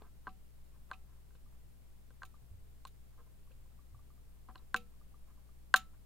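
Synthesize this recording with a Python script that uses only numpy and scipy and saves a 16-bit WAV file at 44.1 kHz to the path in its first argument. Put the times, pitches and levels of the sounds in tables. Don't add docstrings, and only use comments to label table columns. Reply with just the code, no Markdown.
import sys
import numpy as np
from scipy import signal
from scipy.fft import rfft, irfft, next_fast_len
from scipy.io import wavfile

SR = 44100
rng = np.random.default_rng(int(sys.argv[2]) if len(sys.argv) > 2 else 0)


def wrap_up_sound(samples):
    columns = np.atleast_2d(samples).T
    tamed = np.clip(columns, -1, 1)
    steps = np.round(tamed * 32767).astype(np.int16)
    wavfile.write(sys.argv[1], SR, steps)


def elevation(decibels):
    levels = np.asarray(decibels, float)
    return 10 ** (levels / 20)


N = 267025
T = np.arange(N) / SR

# pitch in Hz, level in dB, time to fade by 60 dB in seconds.
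MAIN_MODES = [(1330, -8.5, 0.06), (1563, 3, .032), (1950, -7.5, 0.01)]
LOW_MODES = [(1042, -4, .035), (1153, -12, 0.06), (1230, -12, 0.057)]
LONG_MODES = [(600, -18, 0.012), (756, -24.5, 0.12), (890, -18.5, 0.0044), (1320, -32.5, 0.24)]
TABLE_MODES = [(192, -42.5, 0.87), (222, -36, 0.27), (330, -26, 0.036), (420, -25.5, 0.0081),
               (480, -39.5, 0.014)]

# start of the slip in seconds, peak level in dB, low
# shell ring in dB, treble slope in dB per octave, pin ring in dB.
RATTLES = [
    (0.272, -57.5, 6.5, -12, 0),
    (0.9135, -53, 12.5, -3, 3),
    (1.334, -65, 5, -2, -2),
    (2.2328, -53.5, 2, 8, -.6),
    (2.852, -52, -4, 7, 5),
    (3.497, -67.5, 11, -4, -5),
    (4.559, -61, -2, -10, 10.5),
    (4.7441, -36, 7, 4, 2.5),
    (5.7416, -20.5, -5, 3, -3.5),
]


def at_hz(points, hz):
    points = np.array(points)
    return np.interp(np.log(hz), np.log(points[:, 0]), points[:, 1])


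def clicks(seconds, sizes):
    out = np.full(N, 1e-18)
    places = np.round(np.asarray(seconds) * SR).astype(int).clip(0, N - 1)
    np.add.at(out, places, sizes)
    return out


def ring(x, hz, t60):
    r = elevation(-60 / (t60 * SR))
    w = 2 * np.pi * hz / SR
    return signal.lfilter([0, np.sin(w)], [1, -2 * r * np.cos(w), r * r], x)


def resonance(x, hz, width):
    r = np.exp(-np.pi * width / SR)
    edge = (1 - r * r) / 2
    return signal.lfilter([edge, 0, -edge], [1, -2 * r * np.cos(2 * np.pi * hz / SR), r * r], x)


def soften(x, hz):
    r = np.exp(-2 * np.pi * hz / SR)
    return signal.lfilter([(1 - r) ** 2], [1, -2 * r, r * r], x)


def band(x, low_hz, high_hz, order=2):
    return signal.sosfilt(signal.butter(order, [low_hz, high_hz], "band", fs=SR, output="sos"), x)


def lean(db):
    return elevation(db * np.array([[0.5], [-0.5]]))


def struck(modes, seconds, db, spread_db):
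    luck = rng.standard_normal((len(seconds), len(modes)))
    out = np.zeros(N)
    for k, (hz, level_db, t60) in enumerate(modes):
        blows = clicks(seconds, elevation(db + level_db + spread_db * luck[:, k]))
        out += (-1) ** k * ring(blows, hz, t60)
    return out


def dragged(modes, push):
    return sum(elevation(db) * ring(push, hz, t60) for hz, db, t60 in modes)


def soft_blow(s, db, hz, t60, lean_db):
    blow = clicks([s], elevation(db + 13.0))
    return soften(ring(blow, hz, t60), 0.51 * hz) * lean(lean_db)


def rumble_and_hiss():
    # frequency in Hz, level in dB per Hz.
    noise_colour = [(14, 1.5), (38, -9), (62, -20.5), (110, -19.5), (450, -30), (1600, -39.5), (6000, -45),
                    (16500, -45)]
    # frequency in Hz, likeness from 0 to 1.
    side_likeness = [(20, 1), (130, 0.93), (300, 0.028), (5000, .03), (6500, 0.093), (7800, .93)]
    size = next_fast_len(N)
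    hz = np.maximum(np.arange(size // 2 + 1) * SR / size, 1)
    mid, side = rfft(rng.standard_normal((2, size))) * elevation(at_hz(noise_colour, hz))
    alike = np.clip(at_hz(side_likeness, hz), 0, 1)
    spectrum = np.sqrt(1 + alike) * mid + np.sqrt(1 - alike) * side * [[1], [-1]]
    out = irfft(spectrum, size)[:, :N]
    return elevation(-57.5) * out / out.std()


def hum():
    # pitch in Hz, left level in dB, right level in dB, left's lead in radians.
    hum_tones = [(59.3, -84, -71, -1.1), (60, -53, -60, 1.8), (103.5, -80, -76, 2.5), (120, -70, -66, -.2),
                 (165.6, -77, -83, 2.1), (177.7, -80, -89, 3.1), (180, -80, -75, -.9),
                 (237, -84, -91, -2.2), (240, -84, -100, .2), (420, -87, -91, -.5)]
    out = np.zeros((2, N))
    starts = rng.uniform(0, 2 * np.pi, len(hum_tones))
    for (hz, left_db, right_db, lead), start in zip(hum_tones, starts):
        phase = 2 * np.pi * hz * T + start + np.array([[lead], [0]])
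        out += elevation([[left_db], [right_db]]) * np.cos(phase)
    return out


def far_thuds():
    # start in seconds, level in dB, pitch in Hz, left-right difference in dB.
    thud_list = [
        (2.418, -58, 125.4, -1),
        (2.509, -48.5, 91.8, -5),
        (3.799, -64, 35, 4),
        (3.922, -52.5, 96, -4),
        (3.942, -56.5, 126, -4),
        (4.06, -69, 99, 2),
        (4.482, -57, 50.3, 14),
        (4.74, -63, 95, 9),
        (5.741, -55.5, 50.5, -9),
    ]
    swings = 45.0
    return sum(soft_blow(s, db, hz, min(swings / hz, 0.6), lean_db) for s, db, hz, lean_db in thud_list)


def bumps():
    # start in seconds, level in dB, pitch in Hz, time to fade by 60 dB in seconds.
    bump_list = [(.019, -58, 420, 0.067), (.020, -49.5, 776, 0.018), (0.273, -49.5, 330, 0.068),
                 (0.277, -50.5, 756, 0.18), (.916, -57.5, 756, 0.2), (1.351, -67, 490, 0.066),
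                 (2.106, -62, 504, 0.036), (3.19, -68, 480, 0.24), (3.509, -60.5, 523, 0.05),
                 (4.49, -61, 233, 0.2), (4.495, -56, 756, 0.14), (4.745, -49, 482, 0.29)]
    return sum(soft_blow(s, db, hz, t60, -2) for s, db, hz, t60 in bump_list)


def scrapes():
    # start in seconds, length in seconds, level in dB.
    strokes = [(.0, 0.089, -67.5), (0.242, 0.028, -74), (0.73, 0.045, -73), (0.891, 0.063, -62.5),
               (1.056, 0.16, -79.5), (1.52, 0.037, -80), (3.122, 0.025, -75), (3.173, 0.05, -67.5),
               (3.262, .02, -78), (4.482, 0.033, -61.5), (4.548, 0.012, -62), (4.541, 0.088, -77),
               (4.89, 0.056, -79.5), (5.271, 0.047, -73.5), (5.369, 0.027, -76), (5.93, 0.024, -71.5)]
    low_db = 16.5
    catches_per_s = 2600
    grit = (rng.random(N) < catches_per_s / SR) * rng.uniform(-0.85, 1, N)
    pressure = np.zeros(N)
    for s, length, db in strokes:
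        pressure += elevation(db) * np.sin(np.pi * np.clip((T - s) / length, 0, 1)) ** 0.42
    push = grit * pressure
    low_push = push * elevation(low_db)
    body = dragged(MAIN_MODES, push) + dragged(LOW_MODES + LONG_MODES, low_push)
    return 0.17 * body + 0.18 * dragged(TABLE_MODES, low_push)


def ticks():
    # start in seconds, peak level in dB, pitch in Hz.
    touches = [(1.463, -60, 1196), (1.869, -70, 1200), (2.344, -50.5, 1190), (2.8533, -38.5, 1070),
               (3.475, -60, 1130), (3.659, -64, 1017), (3.719, -66, 1310), (3.793, -55, 1160),
               (3.948, -51, 1160), (3.994, -56, 1170), (4.105, -55.5, 1190), (4.179, -62, 1210),
               (4.47, -73, 920), (4.597, -61, 1000), (5.015, -54, 1200), (5.144, -52, 1182),
               (5.492, -59, 1192)]
    rung = sum(ring(clicks([s - 0.002], elevation(db + 5.5)), hz, 0.048) for s, db, hz in touches)
    return band(soften(rung, 657), 680, 1600)


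def rattles():
    # pitch in Hz, width in Hz, level in dB.
    shell_bands = [(1460, 630, -1.5), (2623, 410, -3), (2600, 380, 0.5), (3070, 430, -1), (3730, 260, 1.5),
                   (3880, 480, 2), (4600, 600, -5.5), (5800, 1100, -6.5), (7000, 630, -4.5),
                   (9600, 2600, -6.5), (12000, 6000, -6.5), (14660, 1800, -10.5)]
    # frequency in Hz, time to fade by 60 dB in seconds.
    room_fade = [(1500, 0.2), (3000, 0.15), (7400, 0.15), (14000, .1)]
    # frequency in Hz, likeness from 0 to 1.
    rattle_likeness = [(1500, 0.95), (3000, 0.63), (8000, 0.36)]
    # frequency in Hz, left-right difference in dB.
    rattle_lean = [(1500, 4.5), (3000, -6), (8000, -2), (15000, -5.5)]
    lag_s, burst_s = 0.019, 0.0135
    shared, own = rng.standard_normal((2, N)), rng.standard_normal((2, 2, N))
    grain = elevation(1.3 * soften(rng.standard_normal(N), 500) * np.sqrt(SR / 800))
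    out = 0
    for k, (hz, width, level_db) in enumerate(shell_bands):
        power = np.zeros(N)
        octaves = np.log2(hz / 4100)
        low_bump = np.exp(-(np.log2(hz / 2650) / 0.12) ** 2)
        pin_bump = np.exp(-(octaves / 0.14) ** 2)
        for s, db, low_db, treble_db, pin_db in RATTLES:
            i = int((s + lag_s - 0.0008) * SR)
            age = T[:min(SR // 2, N - i)]
            burst = np.exp(-(age / burst_s) ** 2) * grain[i:i + len(age)]
            burst = burst + 0.9 * np.exp(-age / 0.0015)
            tail = elevation(-9 - 60 * age / at_hz(room_fade, hz)) * (1 - np.exp(-age / 0.0045))
            colour_db = treble_db * max(octaves, 0) + low_db * low_bump + pin_db * pin_bump
            colour = elevation(db + level_db + colour_db)
            onset = np.minimum(age / 0.00011, 1)
            power[i:i + len(age)] += colour ** 2 * (burst ** 2 + tail ** 2) * onset
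        alike = np.clip(at_hz(rattle_likeness, hz), 0, 1)
        noise = np.sqrt(alike) * shared[k % 2] + np.sqrt(1 - alike) * own[k % 2]
        rung = resonance(noise * np.sqrt(power + 1e-30), hz, 1.8 * width)
        rung = resonance(rung, hz, 1.8 * width)
        out = out + rung * np.sqrt(SR / width) * lean(at_hz(rattle_lean, hz))
    return elevation(-23.5) * out


def slips():
    # start in seconds, peak level in dB, low modes in dB, hardness in dB, table in dB.
    slip_list = [(0.021, -62, -11, 24, 13), (.270, -35, 2.5, -3, 16.5), (.277, -50.5, 18, 13, 19),
                 (.914, -31.5, -1, 5, -11), (2.220, -39, -4, -11, -12), (2.233, -38.5, -2, 9.5, -16),
                 (2.852, -53, 10, 25, 10), (4.488, -62, 18.5, 10, 0), (4.557, -49, 2.5, 17, 14),
                 (4.744, -17, -6.5, 3, 2), (5.7411, -7.5, -7, 6, -10.5)]
    # start in seconds, peak level in dB.
    nudge_list = [
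        (1.307, -66),
        (1.351, -63),
        (2.106, -60.5),
        (2.354, -71),
        (3.509, -66),
        (5.949, -68),
    ]
    # pitch in Hz, level in dB, time to fade by 60 dB in seconds.
    crack_modes = [(2030, -31.5, 0.007), (2500, -23, 0.0062), (2890, -21.5, .008), (3500, -26, 0.011),
                   (4090, -24, 0.0098), (4664, -27.5, .007), (5800, -36, 0.0044), (6700, -30, 0.0075),
                   (8050, -33.5, 0.015), (9300, -43, 0.0033)]
    nudges = [(s, db, -3, 10, 0.6) for s, db in nudge_list]
    s, db, low_db, hard_db, table_db = np.transpose(slip_list + nudges)
    long_db = -1.5 + 0.6 * hard_db
    rattle_s, _, _, treble_db, pin_db = np.transpose(RATTLES)
    top_db = 0.87 * np.interp(s, rattle_s, treble_db) - 3.5
    blow, touch = s - 0.0004, s - 0.0007

    knock = struck(MAIN_MODES, blow, db - 5.0, 0.99)
    knock += struck(LOW_MODES, blow, db + low_db - 0.6, 1.0)
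    knock += struck(LONG_MODES, blow, db + long_db, 1.0)
    knock = band(knock, 500, 2800)
    knock += band(struck(TABLE_MODES, blow, db + table_db, 1.2), 180, 800)

    crack_db = db + hard_db
    contact = clicks(touch, elevation(crack_db))
    bright_contact = clicks(touch, elevation(crack_db + top_db))
    lower_modes = [m for m in crack_modes if m[0] < 5000]
    top_modes = [m for m in crack_modes if m[0] >= 5000]
    crack = struck(lower_modes, touch, crack_db + 2.0, 2.5)
    crack += struck(top_modes, touch, crack_db + top_db + 2.5, 2.9)
    pin = clicks(touch, elevation(crack_db - 36.5 + 0.8 * np.interp(s, rattle_s, pin_db)))
    crack += ring(pin, 4150, 0.035)
    grind = rng.standard_normal(N)
    spit = soften(contact, 250) * grind
    sharp = soften(bright_contact, 300) * grind
    crack += elevation(10) * band(spit, 2100, 5300, order=3)
    crack += elevation(5.0) * band(sharp, 5700, 10950, order=3)
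    fizz = soften(contact, 28) * rng.standard_normal(N)
    crack += elevation(19.5) * band(fizz, 2300, 4200, order=3)
    return knock + band(crack, 1800, 11500, order=3)


def scene():
    background = rumble_and_hiss() + hum() + far_thuds() + bumps()
    return background + scrapes() + ticks() + rattles() + slips()


def low_pass(x):
    return signal.sosfilt(signal.butter(12, 16400, fs=SR, output="sos"), x)


def record(dry):
    mix = signal.sosfilt(signal.cheby2(12, 60, 16700, fs=SR, output="sos"), dry)
    return low_pass(mix)


dry = scene()
out = record(dry)
wrap_up_sound(out)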